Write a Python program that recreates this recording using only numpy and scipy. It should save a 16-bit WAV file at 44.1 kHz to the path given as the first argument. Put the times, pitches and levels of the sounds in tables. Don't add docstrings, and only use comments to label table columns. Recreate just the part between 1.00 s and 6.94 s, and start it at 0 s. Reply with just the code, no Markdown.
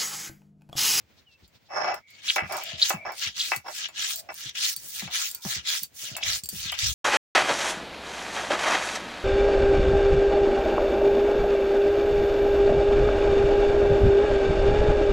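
import sys
import numpy as np
from scipy import signal
from scipy.fft import rfft, irfft
from scipy.io import wavfile
from scipy.ndimage import uniform_filter1d

SR = 44100
rng = np.random.default_rng(int(sys.argv[2]) if len(sys.argv) > 2 else 0)


def inscribe(sig):
    pcm = np.round(np.clip(np.atleast_2d(sig).T, -1, 1) * 32767)
    wavfile.write(sys.argv[1], SR, pcm.astype(np.int16))


N = 261954
T = np.arange(N) / SR


def undb(db):
    return 10 ** (np.asarray(db) / 20)


def unit(x):
    return x / np.sqrt(np.mean(np.atleast_2d(x).mean(axis=0) ** 2))


def colour(x, points, power=1):
    hz, db = np.transpose(points)
    f = np.maximum(np.arange(N // 2 + 1) * SR / N, 1)
    gain = undb(power * np.interp(np.log(f), np.log(hz), db))
    return irfft(rfft(x) * gain, N)


def band(x, hz, width):
    return signal.lfilter(*signal.iirpeak(min(hz, .45 * SR), hz / width, fs=SR), x)


def edge(x, hz, kind, order=2):
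    return signal.sosfilt(signal.butter(order, min(hz, .45 * SR), kind, fs=SR, output="sos"), x)


def walk(rate, size=N):
    knots = np.arange(0, T[size - 1] + 1, 1 / rate)
    return np.interp(T[:size], knots, rng.standard_normal(len(knots)))


def pair(side_db, size=N):
    mid, side = rng.standard_normal((2, size))
    return mid + undb(side_db) * side * np.array([[1], [-1]])


def pan(db):
    return undb(np.array([[db], [-db]]) / 2)


def grains(rate, spread_db, side_db):
    hits = rng.random(N) < rate / SR
    size = undb(spread_db * np.minimum(rng.exponential(size=N), 3.2))
    return hits * size * pair(side_db)


def add(out, s, x):
    i = int(s * SR)
    out[:, i:i + x.shape[-1]] += x[..., :N - i]


EASE = 2.004


def swell(start, length, attack, release):
    rise = np.sin(np.pi / 2 * np.clip((T - start) / attack, 0, 1))
    fall = np.sin(np.pi / 2 * np.clip((start + length - T) / release, 0, 1))
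    return (rise * fall) ** EASE


def swells(rows):
    return sum(undb(db) * swell(start, length, attack, release)
               for start, length, db, attack, release in rows)


# (frequency [Hz], gain [dB])
AIR_COLOUR = [(18, -32.5), (30, -19), (81, 5.5), (426, -8), (497, -5.5), (1170, -12.5), (2310, -9),
              (5730, -16.5), (13200, -36.5), (15000, -17.5)]
AIR_DB = -65
# (start [s], length [s], level [dB], attack [s], release [s])
AIR_PUFFS = [(5.22, 0.18, -51.5, .03, 0.057), (5.52, 0.38, -56, 0.021, 0.24),
             (5.81, 0.13, -44, 0.038, 0.028)]


def air():
    still = unit(colour(pair(-2.5), AIR_COLOUR)) * undb(AIR_DB + 4.55 * walk(27))
    puffs = unit(edge(band(pair(-10.0), 87.7, 63), 75, "low")) * swells(AIR_PUFFS)
    return still + pan(18.4) * puffs


# (time [s], pitch [Hz], level [dB])
BIRD_WHISTLE = [(.24, 3430, -96), (.275, 2940, -57), (.31, 2700, -65), (.36, 2655, -61), (.385, 2750, -87)]
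# (time [s], level [dB])
BIRD_CHIRPS = [(.19, -61), (.33, -63.5), (.45, -62), (.56, -63.5), (.67, -66)]


def bird():
    s, hz, db = np.transpose(BIRD_WHISTLE)
    phase = 2 * np.pi * np.cumsum(np.interp(T, s, hz)) / SR
    sounding = (T > s[0]) * (T < s[-1])
    whistle = np.sqrt(2) * np.sin(phase) * undb(np.interp(T, s, db)) * sounding
    rasp = unit(band(band(pair(-0.48), 4360, 2000), 3700, 2100))
    return whistle + rasp * sum(undb(db) * np.exp(-((T - s) / 0.019) ** 2) for s, db in BIRD_CHIRPS)


# (time [s], peak [dB], reference pitch [Hz])
LOW_THUMPS = [(0.035, -53.5, 91), (.425, -50, 85), (1.423, -31, 157), (1.734, -36.5, 115),
              (1.941, -30.5, 180), (2.267, -42, 104), (2.564, -40.5, 143), (3.457, -41.5, 124),
              (3.769, -53, 147), (4.026, -35.5, 195), (4.054, -37, 129), (4.451, -27.5, 194),
              (4.563, -36, 111), (4.821, -45, 174), (5.115, -38, 141), (5.434, -40, 101),
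              (5.529, -36, 187), (5.652, -37.5, 121), (5.844, -54, 86), (5.901, -45, 89)]


def thumps():
    out, t = np.zeros((2, N)), T[:SR // 4]
    for s, db, hz in LOW_THUMPS:
        slowing = 0.537 + 0.86 * np.exp(-t / 0.016)
        rock = np.sin(2 * np.pi * np.cumsum(hz * slowing) / SR) * np.exp(-t / 0.022)
        rattle = unit(edge(band(pair(-11, len(t)), hz, 140), 274, "low")) * np.exp(-t / 0.02)
        x = (rock + 0.53 * rattle) * (1 - np.exp(-t / 0.00071))
        add(out, s, undb(db) * x / np.abs(x).max())
    return pan(1.6) * out


# (time [s], peak [dB], sparkle gain near 15.5 kHz [dB])
BANGLE_CLICKS = [(.4783, -47, -9), (0.9434, -24.5, -15), (1.1036, -37, -6), (1.5228, -20.5, -25),
                 (1.5685, -16, -14), (1.636, -19.5, 2), (2.121, -27, -1), (2.5625, -16, -11),
                 (2.8853, -32, -16), (3.1587, -14.5, -4), (3.1944, -26, -20), (3.3423, -24, 8),
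                 (3.6964, -22, -14), (3.7635, -14, -8), (3.919, -27, 0), (4.3129, -18, -8),
                 (4.348, -14.5, -4.5), (4.833, -11, 0), (5.1666, -14.5, -19), (5.4363, -16, -30),
                 (5.458, -21, -21), (5.489, -12.5, -11.5), (5.7194, -19.5, -25), (5.9294, -25, -6)]
# (frequency [Hz], time to fall 60 dB [s], strength [dB])
BANGLE_MODES = [(1600, 0.077, -19), (3260, 0.14, -17), (3870, 0.25, -16), (4450, 0.045, 4.5),
                (4620, 0.12, 2.5), (6000, 0.031, -4), (7400, 0.089, 8), (7650, 0.056, -22),
                (8410, 0.058, 5), (9400, 0.029, -3), (11900, 0.14, -21), (11970, 0.031, -31),
                (15100, 0.21, -2), (14560, 0.073, 0)]
RING_DB, RING_SPREAD_DB = -18, 1.5
SKIN_DAMPING_S = .045


def bangles():
    out, t = np.zeros((2, N)), T[:SR // 5]
    hz, t60, mode_db = np.transpose(BANGLE_MODES)[:, :, None]
    for s, db, sparkle_db in BANGLE_CLICKS:
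        detune, strength = rng.standard_normal((2, len(hz), 1))
        modes = undb(mode_db + RING_SPREAD_DB * strength) * np.sin(2 * np.pi * hz * (1 + .015 * detune) * t)
        modes = modes * np.exp(-np.log(1000) * t / t60 - t / SKIN_DAMPING_S)
        ring = np.sign(pair(0, len(hz))) @ modes
        tick = pair(-0.9, len(t)) * (np.exp(-t / 0.0016) + 1.05 * np.exp(-t / 0.00027))
        rattle = pair(-0.92, len(t)) * np.exp(-t / 0.015) * undb(2.4 * walk(570)[:len(t)])
        x = undb(RING_DB) * ring + 0.32 * edge(tick + 0.55 * rattle, 4000, "high")
        x += 4.1 * undb(sparkle_db) * band(tick, 15500, 1200)
        add(out, s, undb(db) * x / np.abs(x).max())
    return out


# (start [s], length [s], first pitch [Hz], last pitch [Hz], level [dB])
ROLLER_SINGS = [(0.972, 0.3, 2200, 2216, -61.5), (1.398, 0.3, 2480, 2253, -51),
                (1.426, 0.45, 670, 626, -56), (1.921, 0.27, 2324, 2200, -49.5),
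                (1.926, 0.26, 680, 638, -58.5), (3.103, 0.24, 720, 590, -61.5),
                (4.28, 0.28, 957, 940, -69.5), (4.281, .2, 1455, 1410, -69), (4.282, .2, 2430, 2380, -69),
                (5.061, 0.34, 640, 700, -58)]
SING_CUTOFF_HZ = 74


def singing():
    out = np.zeros((2, N))
    for start, length, first_hz, last_hz, db in ROLLER_SINGS:
        size = int(length * SR)
        phase = 2 * np.pi * np.cumsum(np.linspace(first_hz, last_hz, size)) / SR
        a, b = (edge(pair(-7, size), SING_CUTOFF_HZ, "low") for _ in range(2))
        tone = a * np.sin(phase) + b * np.cos(phase)
        add(out, start, undb(db) * unit(tone * np.sin(np.linspace(0, np.pi, size))))
    return out


# (time [s], level [dB], centre pitch [Hz], length [s])
SEED_SQUEALS = [(1.28, -25, 3460, 0.016), (1.297, -20, 3490, 0.011), (1.816, -22, 3660, 0.0084),
                (1.823, -15.5, 3797, 0.011), (2.194, -36, 4540, 0.0027), (2.391, -27.5, 4050, 0.033),
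                (2.417, -34, 3850, .018), (3.491, -37, 3880, 0.0047), (3.566, -38, 3070, 0.02),
                (3.636, -31, 4000, 0.03), (5.151, -36, 3300, 0.0059), (5.225, -30, 3160, 0.015),
                (5.235, -28, 5940, .005), (5.696, -31, 3700, 0.0066), (5.726, -31, 2940, 0.0082),
                (5.789, -27.5, 3660, 0.0038)]


def squeals():
    out = np.zeros((2, N))
    for s, db, hz, length in SEED_SQUEALS:
        size = int(length * SR)
        phase = 2 * np.pi * np.cumsum(hz * (1 + 0.175 * walk(1203)[:size])) / SR
        arc = np.sin(np.linspace(0, np.pi, size)) ** .6
        strength = arc * undb(3 * np.tanh(walk(800)[:size]))
        tone = strength * np.sin(phase + np.array([[0], [1.1]]))
        add(out, s, undb(db) * unit(tone))
    return out


# (frequency [Hz], width [Hz], strength [dB])
STONE_MODES = [(363, 78, -8), (552, 140, -2.5), (631, 58, 0), (731, 61.5, 5.5), (832, 60, 1.5),
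               (935, 106, -1.5), (1119, 55, -2.5), (1189, 37, 0.5), (1310, 169, -5), (1410, 90, -13),
               (1740, 193, -7), (1982, 78, -8), (2272, 93, -7.5), (2614, 60, -9), (3520, 68, -27),
               (5380, 102, -5.5), (6680, 120, -23.5)]
CONTACT_DB, CONTACT_PER_S = 2, 14


def stone(push, side_db=-3, cross_hz=1700):
    ring = 0
    for k, (hz, width, db) in enumerate(STONE_MODES):
        contact_db = CONTACT_DB * walk(CONTACT_PER_S, size=push.shape[-1])
        ring = ring + (-1) ** (k // 2) * undb(db + contact_db) * band(push, hz, width)
    ring = edge(ring, 384, "high")
    side = np.roll(edge(ring.mean(axis=0), cross_hz, "high", order=3), SR // 2000)
    return ring + undb(side_db) * side * np.array([[1], [-1]])


# (time [s], peak [dB], hardness as gain near 2.5 kHz [dB], chatter decay [s])
ROLLER_KNOCKS = [(0.7, -57, 8.5, .018), (1.362, -13.5, 11, 0.023), (1.3817, -11, 21.5, 0.038),
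                 (1.904, -12.5, 9, 0.027), (2.0506, -28.5, -10, 0.055), (2.518, -12, 12.5, 0.012),
                 (2.5332, -16, 37, 0.022), (2.853, -42, 34, .008), (2.888, -36, 17, 0.022),
                 (3.29, -31.5, 31, 0.035), (4.021, -34.5, 1, 0.019), (4.076, -29.5, 18, .019),
                 (4.449, -30.5, -18, 0.026), (5.1653, -27.5, 18, 0.018), (5.183, -29.5, 15, .025),
                 (5.722, -26, 25, 0.032)]
CHATTER_DB = -9.5


def knocks():
    out, t = np.zeros((2, N)), T[:SR // 4]
    for s, db, hard_db, decay in ROLLER_KNOCKS:
        rebounds = (rng.random(len(t)) < 900 / SR) * pair(-2.3, len(t))
        chatter = rebounds * np.exp(-t / decay) * (t > .0025)
        ring = stone((t == 0) + undb(CHATTER_DB) * chatter)
        ring = edge(ring + undb(hard_db) * band(ring, 2510, 520), 4500, "low", order=4)
        add(out, s, undb(db) * ring / np.abs(ring).max())
    return out


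# (start [s], length [s], level [dB], attack [s], release [s])
BARE_ROLLS = [(.68, 0.34, -28.5, 0.13, 0.16), (1.485, 0.18, -30.5, 0.042, 0.16),
              (2.042, .12, -33, 0.03, 0.083), (2.635, 0.11, -37, 0.054, 0.051),
              (3.284, 0.061, -36.5, 0.012, 0.059), (4.07, 0.086, -48.5, 0.011, .06),
              (5.718, 0.026, -39.5, 0.009, .018)]


def rolling(grit_db):
    catches = undb(0.93 * walk(70) + 2 * walk(260))
    impacts = grains(rate=2200, spread_db=-1.0, side_db=-5.5) * catches
    bumps = unit(stone(impacts, side_db=-1.5, cross_hz=1700))
    effort = undb(0.59 * grit_db)
    bare = swells(BARE_ROLLS)
    ground = unit(edge(band(pair(-25.5), 120, 130), 294, "low")) * undb(2.9 * walk(15))
    return bumps * (bare + undb(-50) * effort) + pan(2) * ground * (undb(-33) * bare + undb(-51) * effort)


# (start [s], length [s], level [dB], attack [s], release [s], extra flour hiss [dB])
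PUSH_STROKES = [(1.205, 0.23, -31, 0.13, 0.18, 0.5), (1.755, 0.23, -28, 0.11, 0.18, 0),
                (2.335, 0.28, -33, 0.067, 0.19, 3), (2.925, 0.26, -29.5, 0.11, 0.081, -3),
                (3.53, 0.23, -28.5, 0.12, 0.071, 3.5), (4.09, 0.25, -29.5, 0.085, 0.11, 4.5),
                (4.632, 0.2, -27.5, 0.083, 0.1, 0.5), (5.195, 0.23, -26, 0.12, 0.12, -1.5),
                (5.755, .21, -27, 0.089, 0.1, -1.5)]
# (start [s], length [s], level [dB], attack [s], release [s], extra hiss [dB])
PULL_STROKES = [(1.06, 0.27, -54.5, 0.038, .04, -23.5), (1.39, 0.41, -42, 0.24, 0.099, -10),
                (2.1, 0.22, -30.5, 0.19, 0.087, -8.5), (2.64, 0.26, -35, 0.16, 0.089, -5.5),
                (3.29, 0.25, -39.5, 0.14, 0.087, -4), (3.86, 0.26, -34.5, 0.15, 0.16, -0.5),
                (4.39, 0.24, -32.5, 0.13, .1, -1), (4.92, 0.29, -39, 0.1, 0.16, -2.5),
                (5.46, 0.28, -37, 0.14, 0.066, -1.5)]
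# (start [s], length [s], level [dB], attack [s], release [s], extra hiss [dB])
FAR_TURNS = [(3.14, 0.079, -45, .02, 0.03, -9), (3.745, 0.18, -49.5, 0.01, 0.027, -6),
             (4.29, 0.15, -50.5, .02, 0.14, -7), (4.79, 0.082, -40.5, 0.038, 0.067, -8.5)]
# (start [dB], middle [dB], end of stroke [dB])
PUSH_HISS = (-25.5, -17.5, 0.5)
PULL_HISS = (3.5, -7.5, -36)
TURN_HISS = (4, 6.5, 10)
PUSH_SWELL_DB, PULL_SWELL_DB, TURN_SWELL_DB = -6, 11.5, 10
# (time [s], level [dB], decay [s], fine hiss [dB])
GRIT_BURSTS = [(1.359, -31, 0.0074, 1.5), (1.895, -31, 0.0072, 10), (2.193, -41, 0.0064, -15),
               (2.273, -30.5, 0.02, -27), (2.853, -29.5, 0.013, -40), (3.493, -32.5, 0.0039, -22),
               (3.551, -34.5, 0.046, -26), (3.64, -28.5, 0.036, -19), (4.66, -40, 0.028, -28),
               (5.694, -36, 0.011, -34), (5.739, -35.5, .04, -31), (5.789, -29.5, 0.016, -12)]
CRUMBS_DB, CRUMBS_S = -21, 0.11


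def strokes():
    parts = []  # (gain, fine hiss [dB])
    for rows, swell_db, hiss_db in ((PUSH_STROKES, PUSH_SWELL_DB, PUSH_HISS),
                                    (PULL_STROKES, PULL_SWELL_DB, PULL_HISS),
                                    (FAR_TURNS, TURN_SWELL_DB, TURN_HISS)):
        for start, length, db, attack, release, flour_db in rows:
            travel = np.clip((T - start) / length, 0, 1)
            gain = undb(db + swell_db * (travel - .5)) * swell(start, length, attack, release)
            parts.append((gain, flour_db + np.interp(travel, (0, .5, 1), hiss_db)))
    for s, db, decay, hiss_db in GRIT_BURSTS:
        parts.append((undb(db) * (T > s) * np.exp(-np.abs(T - s) / decay), hiss_db))
    width = int(CRUMBS_S * SR)

    def with_crumbs(p):
        return p + undb(2 * CRUMBS_DB) * uniform_filter1d(uniform_filter1d(p, width), width)

    power = with_crumbs(sum(gain ** 2 for gain, _ in parts)) + 1e-10
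    fine_db = with_crumbs(sum(gain ** 2 * hiss_db for gain, hiss_db in parts)) / power
    return 10 * np.log10(power), fine_db


SNAPS_PER_S, SNAP_DB = 45, 19


def snapping(grit_db):
    spikes = (rng.random(N) < SNAPS_PER_S / SR) * rng.uniform(-1.04, 1, (2, N))
    return edge(edge(spikes, 2200, "high"), 8700, "low", order=4) * undb(grit_db + SNAP_DB)


# (frequency [Hz], level [dB])
SEED_GRIT = [(400, -41), (750, -22), (1000, -24.5), (1300, -12.5), (2000, -7), (2500, -7.5), (3400, -2),
             (4500, -3), (7000, -4), (8300, -11), (11000, -14.5), (13600, -23), (14700, -7.5), (15700, -10)]
# (time [s], change of the crunch below 2.2 kHz [dB])
ROLLER_BEARING = [(1.3, 0), (2.4, -2.5), (3.1, -2.5), (3.7, -1), (4.2, 0.5), (4.7, -0.5), (5.3, -0.5),
                  (5.9, -3)]
# (frequency [Hz], level difference [dB])
SEED_PAN = [(300, 2), (700, 5), (2300, 9.5), (4400, -2), (6000, -6), (9000, 6.5), (13000, 0)]
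# (frequency [Hz], share [ratio])
HISS_SHARE = [(1500, -0.095), (3000, -0.28), (5000, 0.14), (7000, 0.33), (9000, 0.77), (11000, 0.75),
              (15000, 0.88)]
TOP_HZ = 16000


def grinding(level_db, fine_db):
    bearing_db = np.interp(T, *np.transpose(ROLLER_BEARING))
    bunching = undb(0.51 * walk(45) + 0.9 * walk(420))
    cracks = grains(rate=5500, spread_db=0.5, side_db=-.5) * bunching
    edges = np.linspace(np.sqrt(400), np.sqrt(TOP_HZ), num=27) ** 2
    out, before = 0, walk(45)
    for lo, hi in zip(edges, edges[1:]):
        hz, own = np.sqrt(lo * hi), walk(45)
        tone_db, share, pan_db = (np.interp(hz, *np.transpose(table))
                                  for table in (SEED_GRIT, HISS_SHARE, SEED_PAN))
        db = level_db + tone_db + share * (fine_db + 12.0)
        db = db + bearing_db * (hz < 2200) + 2.0 * (own + before)
        crunch = signal.sosfilt(signal.butter(3, [lo, hi], "band", fs=SR, output="sos"), cracks)
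        out = out + unit(crunch) * np.sqrt((hi - lo) / 3300) * undb(db) * pan(pan_db)
        before = own
    return out


FLOOR_ECHO_S, FLOOR_ECHO_DB = 0.0024, -15.5
YARD_T60_S, YARD_ECHO_DB = 0.056, -13.0


def scene():
    grit_db, fine_db = strokes()
    bright = grinding(grit_db, fine_db) + snapping(grit_db) + bangles()
    add(bright, FLOOR_ECHO_S, undb(FLOOR_ECHO_DB) * bright)
    near = bright + rolling(grit_db) + singing() + knocks() + squeals() + thumps()
    t = T[:SR // 3]
    echo = edge(pair(0, len(t)), 9100, "low") * np.exp(-np.log(1000) * t / YARD_T60_S) * (t > .003)
    echo /= np.sqrt(np.sum(echo ** 2) / 2)
    walls = undb(YARD_ECHO_DB) * signal.fftconvolve(near, echo, axes=1)[:, :N]
    return near + walls + bird() + air()


def record(dry):
    thin = edge(dry, 41, "high")
    return signal.sosfilt(signal.ellip(10, .2, 70, 16000, fs=SR, output="sos"), thin)


dry = scene()
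out = record(dry)
inscribe(out)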